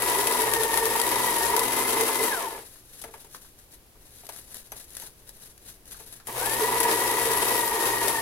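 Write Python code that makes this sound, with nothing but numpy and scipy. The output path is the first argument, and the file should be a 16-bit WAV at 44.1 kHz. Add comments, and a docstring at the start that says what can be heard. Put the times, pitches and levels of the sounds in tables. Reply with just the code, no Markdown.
"""Paper crunches and snaps in the steel cutters of a small shredder, on a desk in a tiled corner.
Its gears whine and chatter in the plastic head, sagging in speed under load, over a mains hum.
The motor coasts to a stop; in the pause a hand works the sheet, which rustles and knocks in the slot.
Then the switch clicks, the gears jolt to life and the cutting goes on, with a few high squeaks."""
import sys
import numpy as np
from scipy import signal
from scipy.fft import rfft, irfft
from scipy.io import wavfile
from scipy.ndimage import uniform_filter1d

SR = 44100
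rng = np.random.default_rng(int(sys.argv[2]) if len(sys.argv) > 2 else 0)


def wrap_up_sound(samples):
    """Save the sound to the file named by the first command line argument, as 16-bit audio."""
    columns = np.atleast_2d(samples).T
    # keep every value between -1 and 1, then stretch to whole-number steps
    tamed = np.clip(columns, -1, 1)
    steps = np.round(tamed * 32767).astype(np.int16)
    wavfile.write(sys.argv[1], SR, steps)


N = 362061
TIME = np.arange(N) / SR
POWER_OFF_S, POWER_ON_S = 2.26, 6.27  # the motor is unpowered between these

# modes of the plastic head: f/Hz, width/Hz, level/dB
HEAD_MODES = [(218, 65, -17.5), (397, 17, 0.5), (456.6, 12.2, 3.5), (546, 22, -9.5), (681, 27, -7),
              (927, 93, -0.5), (1156, 330, -12.5), (1690, 43, -7), (1940, 400, -13.5), (2960, 2600, -22.5)]
# rings of the slot and mesh basket: f/Hz, width/Hz, level/dB
SLOT_MODES = [(6105, 50, 16), (11420, 50, 14.5)]
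# tone of dry, handled paper: f/Hz, level/dB
PAPER_EQ = [(100, 1.5), (500, 3), (2000, -4), (4000, 3.5), (7000, 1), (9000, 2.5), (12000, -0.5),
            (15500, -2.5)]


def cutting(speed):
    """Fibres tear in quick crunches that follow the cutters' speed, with a loud snap now and then."""
    # sharp snaps: paper between the cutters, and the switch clicking on at 6.27 s: t/s, level/dB
    snap_hits = [(0.021, -7.5), (0.271, -5.5), (0.39, -14), (0.419, -9.5), (0.536, -5), (0.634, -7.5),
                 (0.741, -9), (0.774, -6), (0.855, -8), (0.999, -8), (1.015, -7.5), (1.091, -11.5),
                 (1.158, -11), (1.565, -3.5), (1.593, -6.5), (1.733, -11.5), (2.01, -7.5), (2.236, -10),
                 (6.2706, -20), (6.459, -9), (6.669, -16), (6.803, -8), (6.831, -7), (6.941, -16),
                 (8.081, -7)]
    # tone of the tearing: f/Hz, level/dB
    tear_eq = [(100, -16), (400, 13.5), (1200, 3.5), (2500, 1), (4000, -1), (7000, -2.5), (8300, -1),
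               (10000, -2.5), (13300, -4), (15500, -9)]
    # rings of the steel cutters: f/Hz, width/Hz, level/dB
    cutter_modes = [(3670, 47, -2), (9040, 42, -30), (13700, 200, -8)]
    bite = undb(-29.5 + 1.2 * walk(33)) * (speed / speed.max()) ** 1.32
    crunch = unit(clicks(4000, spread_db=3.5) * undb(1.22 * walk(180)))
    pops = undb(-10) * clicks(70, spread_db=3.5)
    tearing = room(undb(2) * bite * crunch, wet_db=15.5, t60_s=0.014, pan_db=3.5)
    tearing += room(bite * pops, wet_db=6, t60_s=0.012, pan_db=7)
    times, levels_db = np.transpose(snap_hits)
    snaps = room(bursts(times, levels_db - 8, decay_s=0.0023), wet_db=-2, t60_s=0.021, pan_db=8)
    tearing += highpass(snaps, hz=1510, order=1)  # thin and bright
    return tiles(colour(tearing, tear_eq) + ring(tearing, cutter_modes), echo_db=-6.5)


def wheel_speed():
    """Gear wheel turns per second: sagging under load, braked by friction, spinning up again."""
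    # powered speed as the paper loads the wheel: t/s, speed/(turns per s)
    loaded_speed = [(.1, 24.4), (.33, 25.05), (.5, 23.3), (.65, 23.0), (.9, 23.05), (1.05, 24.3),
                    (1.22, 24.8), (1.42, 23.1), (1.6, 24.8), (1.76, 25.8), (2.26, 25.55), (6.72, 24.85),
                    (6.93, 24.0), (7.1, 24.45), (7.35, 24.15), (7.5, 24.5), (7.8, 23.3), (7.95, 23.9),
                    (8.21, 23)]
    coast_s, spin_up_s = .457, .104
    coast = np.clip(1 - (TIME - POWER_OFF_S) / coast_s, 0, 1) ** 1.3
    spin_up = 1 - np.exp(-np.maximum(TIME - POWER_ON_S, 0) / spin_up_s)
    return np.interp(TIME, *np.transpose(loaded_speed)) * (coast + spin_up)


def drive(speed):
    """Gear tones and tooth chatter shake the head; the off-centre wheel makes both throb once a turn."""
    # the bin booms when the rotor's second harmonic meets it: f/Hz, width/Hz, level/dB
    bin_mode = [(257, 14, -14.5)]
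    high_spot_turns = np.where(TIME < POWER_ON_S, .27, -.06)
    turns = high_spot_turns + np.cumsum(speed * (1 + 0.0015 * walk(23.4))) / SR
    wobble = np.cos(2 * np.pi * turns)
    pace = speed / speed.max()
    free = np.clip(speed - 24.8, 0, 1)  # 1 when the cutters run nearly unloaded
    # strain rises while the rotor speeds up or brakes
    strain = np.minimum(uniform_filter1d(np.abs(np.gradient(speed)) * SR, size=2000) / 35, 1)
    starting = strain * (TIME > POWER_ON_S)
    gears = gear_tones(turns, pace, free, strain, starting)
    whine = pinion_whine(turns, speed, free, strain, starting)
    tooth_force = undb(2.3 * wobble + 2 * walk(25) - 2 * strain - starting - .7 * free) * pace ** 0.4
    teeth = clicks(45 * speed, spread_db=3.5) * tooth_force
    chatter = room(teeth, wet_db=2, t60_s=0.16, pan_db=-1.5)
    throb = undb(3.3 * (1 - free) * wobble)
    body = ring(undb(-6.5) * gears * throb + undb(14) * chatter, HEAD_MODES)
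    leak = undb(-16) * gears  # straight out through the slot
    boom = ring(np.sin(2 * np.pi * 10 * turns), bin_mode)
    return (body + leak + whine + boom) * drive_gain()


def gear_tones(turns, pace, free, strain, starting):
    """The big wheel sings loudest under load; speed changes bring its main tone forward."""
    # tones of the big wheel: f/wheel speed, level/dB
    wheel_orders = [(35, -6), (36, -3), (37, -14), (39, 0), (40, 5), (41, -10), (43, -8), (50, -3)]
    main_tone = (strain - .4 * starting) * mesh(turns, [(40, 3)], slip=.2)
    chord = mesh(turns, wheel_orders, slip=.3 + .2 * free) * undb(-5 * strain)
    return ports(chord + main_tone, pan_db=2) * pace ** 2 * undb(-5 * free)


def pinion_whine(turns, speed, free, strain, starting):
    """The fast pinion judders under strain; from rest it rattles loosely and sings once seated."""
    # tones of the pinion: f/wheel speed, level/dB
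    pinion_orders = [(77, -8), (79, -5), (80, 5), (120, -8), (160, -6)]
    # gearbox frame modes that the whine sweeps through: f/Hz, width/Hz, level/dB
    frame_modes = [(925, 60, 12.5), (1565, 100, 6), (1765, 65, 2), (1990, 190, -1.5)]
    seated_speed = 18  # turns per second
    loose = starting * np.clip((seated_speed - speed) / 3, 0, 1)
    pressure = undb((2.2 + 1.5 * strain) * walk(70) - 6.5 * loose + 2.5 * free)
    tones = mesh(turns, pinion_orders, slip=.5 + .35 * (.7 * strain + loose - .5 * free))
    pinion = ports(tones, pan_db=3) * (speed / speed.max()) ** 1.3 * pressure
    return undb(-9) * ring(pinion, frame_modes) + undb(-22 + 4 * strain) * pinion


def mesh(turns, orders, slip):
    """Meshing teeth: tones locked to the wheel, shaken together by `slip` radians of gear play."""
    play = slip * walk(110)
    tones = sum(undb(db + 0.72 * walk(5)) * np.cos(2 * np.pi * order * turns + play)
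                for order, db in orders)
    return tones * undb(.9 * walk(10))


def drive_gain():
    """Nearly even level: slack gears rattle a touch more when coasting and jolt as power returns."""
    slack = np.clip((TIME - POWER_OFF_S) / 0.48, 0, 1) * (TIME < POWER_ON_S)
    jolt = swell(POWER_ON_S + .022, length_s=.05)
    return undb(-27 + 0.5 * walk(40) + 0.5 * slack + 14 * jolt)


def growl():
    """Now and then the head shudders near one of its two strongest modes."""
    # surges of the growl: middle/s, length/s, level/dB, f/Hz
    surges = [(0.19, 0.098, -31.5, 403.6), (0.415, 0.076, -31, 444), (0.628, 0.18, -29.5, 449),
              (0.836, 0.12, -29, 447.6), (1.558, 0.025, -25.5, 434), (2.028, 0.059, -26.5, 447),
              (2.225, 0.088, -28, 448), (6.64, 0.048, -23, 444), (6.795, 0.066, -30.5, 397.5),
              (7.273, 0.068, -27.5, 451)]
    judder, slip = undb(2 * walk(50)), 0.85 * walk(48)
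    tones = sum(undb(db) * swell(middle, length) * np.sin(2 * np.pi * hz * TIME + slip)
                for middle, length, db, hz in surges)
    return ports(tones * judder, pan_db=-3.5)


def squeaks():
    """The sheet rubs on the blades in short, rough, very high squeals."""
    # rubs on the blades: middle/s, length/s, f/Hz, level/dB
    rubs = [(7.375, 0.037, 11260, -38.5), (7.49, .06, 13400, -38), (7.578, .05, 14150, -35),
            (7.658, .05, 13800, -36)]
    width_hz = 350
    squeal = np.zeros(N)
    for middle, length, hz, db in rubs:
        band = [(hz, width_hz, 0)]
        narrow_noise = unit(ring(ring(rng.standard_normal(N), band), band))
        squeal += undb(db) * swell(middle, length) * narrow_noise
    return tiles(ports(squeal, pan_db=4), echo_db=-13)


def rustle(running):
    """The sheet slides with a grainy hiss and crinkles in dry ticks, ringing itself and the slot."""
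    # the hand slides the sheet: middle/s, length/s, level/dB
    strokes = [(2.683, 0.25, -46.5), (2.998, 0.21, -45), (3.187, 0.12, -48), (3.332, 0.076, -46),
               (3.441, 0.12, -46.5), (3.61, 0.095, -53), (3.733, 0.06, -47.5), (4.074, 0.12, -53),
               (4.2, 0.14, -49), (4.374, 0.13, -43), (4.503, 0.046, -48.5), (4.57, 0.16, -43.5),
               (4.792, 0.14, -43), (4.95, 0.085, -45), (5.026, 0.068, -41), (5.088, 0.077, -49.5),
               (5.198, 0.059, -51.5), (5.285, 0.063, -46), (5.425, 0.17, -46), (5.691, 0.12, -44.5),
               (5.877, 0.037, -46.5), (5.919, 0.03, -37.5), (6.02, 0.14, -45), (6.146, 0.094, -46)]
    # creases flip with a sharp crackle: t/s, level/dB
    creases = [(3.3139, -44), (3.349, -31), (3.589, -40), (4.2548, -35), (4.267, -31.5), (4.323, -33),
               (4.362, -30), (4.372, -32), (4.395, -34), (4.544, -25), (4.568, -27.5), (4.671, -39),
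               (4.799, -33), (4.904, -35), (4.951, -28), (4.968, -23), (4.999, -27), (5.02, -28),
               (5.292, -30), (5.3687, -40), (5.578, -37), (5.856, -37), (6.064, -36), (6.126, -33)]
    # resonances of the bent sheet in the slot: f/Hz, width/Hz, level/dB
    sheet_modes = [(1710, 280, -1), (3400, 250, -3), (3870, 300, -4), (4630, 400, -4), (6360, 300, -3),
                   (8300, 500, -3)]
    held = undb(-83) * (1 - running)
    motion = held + sum(undb(db) * swell(middle, length) for middle, length, db in strokes)
    slide = undb(-5) * motion * unit(clicks(4000, spread_db=0.5) * undb(3.1 * walk(79)))
    crinkle = undb(-14) * motion * clicks(160, spread_db=3)
    times, levels_db = np.transpose(creases)
    crackle = bursts(times, levels_db - 6.5, decay_s=0.0019)
    ticks = room(crinkle + crackle, wet_db=-3, t60_s=0.025, pan_db=5)
    grains = room(slide, wet_db=-0.5, t60_s=0.03, pan_db=3) + ticks
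    rings = undb(1) * ring(grains, sheet_modes) + undb(-17) * ring(grains, SLOT_MODES)
    return tiles(colour(grains, PAPER_EQ), echo_db=-11) + tiles(rings, echo_db=3)


def knocks():
    """Each knock cracks, thuds in the head and pings the slot."""
    # slack gears stopping, then hand and sheet, then the switch: t/s, crack/dB, thud/dB, ping/dB
    hits = [(2.544, -50, -50, -44), (2.577, -50, -42, -44), (3.015, -26, -59, -28),
            (3.038, -29, -40.5, -21), (3.082, -55, -50, -44), (3.138, -37, -43.5, -36),
            (3.2444, -39, -53.5, -40), (3.955, -56, -61, -46), (4.052, -54, -66, -42),
            (4.233, -54, -54, -44), (4.2897, -25.5, -41.5, -17), (4.719, -29, -42.5, -10),
            (5.022, -37, -49, -16), (5.999, -42, -51.5, -36), (6.2725, -25, -47, -26)]
    # tone of the dull thud: f/Hz, level/dB
    thud_eq = [(100, -51), (300, 9), (600, 15.5), (900, 8.5), (1300, 5), (2500, -6.5), (8000, -27)]
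    times, crack_db, thud_db, ping_db = np.transpose(hits)
    crack = room(bursts(times, crack_db - 8.5, decay_s=0.0045), wet_db=29, t60_s=0.067, pan_db=6)
    blow = room(bursts(times, thud_db + 20, decay_s=0.0083), wet_db=-1.5, t60_s=0.21, pan_db=2)
    thud = undb(6) * ring(blow, HEAD_MODES) + undb(-13.5) * colour(blow, thud_eq)
    contacts = np.zeros(N)
    contacts[(times * SR).astype(int)] = undb(ping_db)
    ping = ring(contacts, SLOT_MODES) * undb([[2], [-2]])  # leans left
    return colour(crack, PAPER_EQ) + thud + ping


def lid_taps():
    """Light taps ring only the lid."""
    # taps: t/s, level/dB
    taps = [(2.757, -33), (3.347, -24), (3.448, -34), (5.944, -27), (6.2, -27.5)]
    # modes of the lid: f/Hz, width/Hz, level/dB
    lid_modes = [(1370, 760, 3.5), (1810, 240, 0), (3900, 1300, -10)]
    touches = bursts(*np.transpose(taps), decay_s=0.0019)
    return ring(room(touches, wet_db=2, t60_s=0.16, pan_db=1), lid_modes)


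def desk_hum(speed):
    """Mains hum and low shudder through the desk; a slowed, powered motor draws more current."""
    powered = uniform_filter1d(1. * ((TIME < POWER_OFF_S) | (TIME > POWER_ON_S)), size=2000)
    load = undb(-3.5 * np.maximum(speed - 24.3, 0))
    waver = np.clip(1 + .4 * walk(13), .1, 1.5)
    mains = waver * np.sin(2 * np.pi * 119.5 * TIME + .7 * walk(10))
    shake = undb(-56 + 1.4 * walk(2.6)) * np.sin(2 * np.pi * 2 * np.cumsum(speed) / SR)  # twice a turn
    shudder_eq = [(20, -21), (55, -4), (80, -20), (130, -8), (200, -24), (400, -22)]  # f/Hz, level/dB
    shudder = undb(-43.5) * unit(colour(rng.standard_normal(N), shudder_eq))
    idle_hum = undb(-66) * mains
    return (undb(-50) * mains + shake + shudder) * powered * load + idle_hum


def room_tone():
    """Quiet rumble, nearly the same on both sides, under faint wide hiss."""
    # tone of the rumble: f/Hz, level/dB
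    rumble_eq = [(20, 1), (50, 1), (85, -5), (120, -6), (170, -11.5), (430, -11.5), (1000, -24.5),
                 (3000, -56), (15000, -67)]
    # tone of the hiss: f/Hz, level/dB
    hiss_eq = [(300, -1), (1500, -2), (6000, -5), (11000, -8.5), (15000, -6.5)]
    air = rng.standard_normal(N) + undb(-10.5) * rng.standard_normal((2, N))
    rumble = unit(colour(air, rumble_eq)) * undb(-57 + 0.41 * walk(14))
    hiss = undb(-59.5) * unit(colour(rng.standard_normal((2, N)), hiss_eq))
    return rumble + hiss


def room(x, wet_db, t60_s, pan_db):
    """The tiles smear every click into a short diffuse tail, alike on both sides in the bass."""
    feedback = np.exp(-2 * np.log(1000) / (t60_s * SR))
    tail = np.sqrt(signal.lfilter([1 - feedback], [1, -feedback], x ** 2 + 1e-18))
    mid, side = tail * rng.standard_normal((2, N))
    side = highpass(side, hz=780, order=4)
    diffuse = np.array([mid + side, mid - side]) * undb([[pan_db / 2], [-pan_db / 2]]) / np.sqrt(2)
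    return (ports(x, pan_db) + undb(wet_db) * diffuse) / np.sqrt(1 + undb(2 * wet_db))


def tiles(x, echo_db):
    """Near walls and the desk return a few early echoes, different on each side."""
    response = np.zeros((2, SR // 60))
    for side in response:
        side[rng.integers(SR // 1000, len(side), size=16)] = rng.choice([-1, 1], size=16) / np.sqrt(16)
    echoes = signal.oaconvolve(x, response, axes=1)[:, :N]
    return (x + undb(echo_db) * echoes) / np.sqrt(1 + undb(2 * echo_db))


def ports(x, pan_db):
    """Direct sound reaches the left microphone port 0.1 ms early; positive pan leans left."""
    return np.array([x * undb(pan_db / 2), np.roll(x, 4) * undb(-pan_db / 2)])


def clicks(per_s, spread_db):
    """Random clicks of either sign and varying size, at rms 1."""
    size = undb(spread_db * np.minimum(rng.standard_normal(N), 2.5))
    return unit((rng.random(N) < per_s / SR) * size * rng.choice([-1, 1], N))


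def bursts(times, levels_db, decay_s):
    """Short noise bursts: sudden attack, exponential decay."""
    envelope = np.zeros(N)
    for start, db in zip(times, levels_db):
        i = int(start * SR)
        age = TIME[:min(N - i, SR // 4)]
        envelope[i:i + len(age)] += undb(db) * np.exp(-age / decay_s)
    return envelope * rng.standard_normal(N)


def swell(middle_s, length_s):
    """A smooth rise and fall, 9 dB down at the two ends of its length."""
    return np.exp(-(2 * (TIME - middle_s) / length_s) ** 2)


def walk(rate):
    """Smooth random drift at rms 1, changing about `rate` times a second."""
    size = max(int(SR / rate), 2)
    smoothed = uniform_filter1d(rng.standard_normal(N), size, mode="wrap")
    return unit(uniform_filter1d(smoothed, size, mode="wrap"))


def ring(x, modes):
    """Parallel resonances (f/Hz, width/Hz, level/dB) of alternating polarity."""
    return sum((-1) ** k * undb(db) * signal.lfilter(*signal.iirpeak(hz, hz / width, SR), x)
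               for k, (hz, width, db) in enumerate(modes))


def colour(x, points):
    """Minimum-phase EQ through (f/Hz, level/dB) points."""
    hz, db = np.transpose(points)
    size = 4096
    bin_hz = np.arange(size // 2 + 1) * SR / size
    gain = undb(np.interp(np.log(bin_hz + 1), np.log(hz), db))
    cepstrum = irfft(np.log(gain))
    cepstrum[1:size // 2] *= 2  # folding the cepstrum makes the filter causal
    cepstrum[size // 2 + 1:] = 0
    impulse = irfft(np.exp(rfft(cepstrum)))
    return signal.oaconvolve(np.atleast_2d(x), impulse[None], axes=1)[:, :N]


def highpass(x, hz, order):
    """Roll off the lows."""
    return signal.sosfilt(signal.butter(order, hz, "high", fs=SR, output="sos"), x)


def undb(db):
    """Decibels to gain."""
    return 10 ** (np.asarray(db) / 20)


def unit(x):
    """Scale to rms 1."""
    return x / np.sqrt(np.mean(x ** 2) + 1e-20)


def scene():
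    """Cutters and gears sound while the wheel turns; in the pause the hand works the sheet."""
    speed = wheel_speed()
    # the drive fades out as it coasts, but bites at once when the power returns
    running = np.maximum(np.clip(speed / 5, 0, 1), TIME > POWER_ON_S)
    shredding = cutting(speed) + drive(speed) * running + growl() + squeaks()
    handling = rustle(running) + knocks() + lid_taps()
    return shredding + handling + desk_hum(speed) + room_tone()


def record(dry):
    """Each microphone port lifts its own part of the treble; the top is cut steeply."""
    # port resonances, left then right: f/Hz, width/Hz, level/dB
    port_modes = [(10760, 1030, 11), (12700, 1100, 6)]
    top_hz = 15800
    heard = np.array([x + ring(x, [mode]) for x, mode in zip(dry, port_modes)])
    return signal.sosfilt(signal.ellip(10, .2, 70, top_hz, fs=SR, output="sos"), heard)


dry = scene()
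out = record(dry)
wrap_up_sound(out)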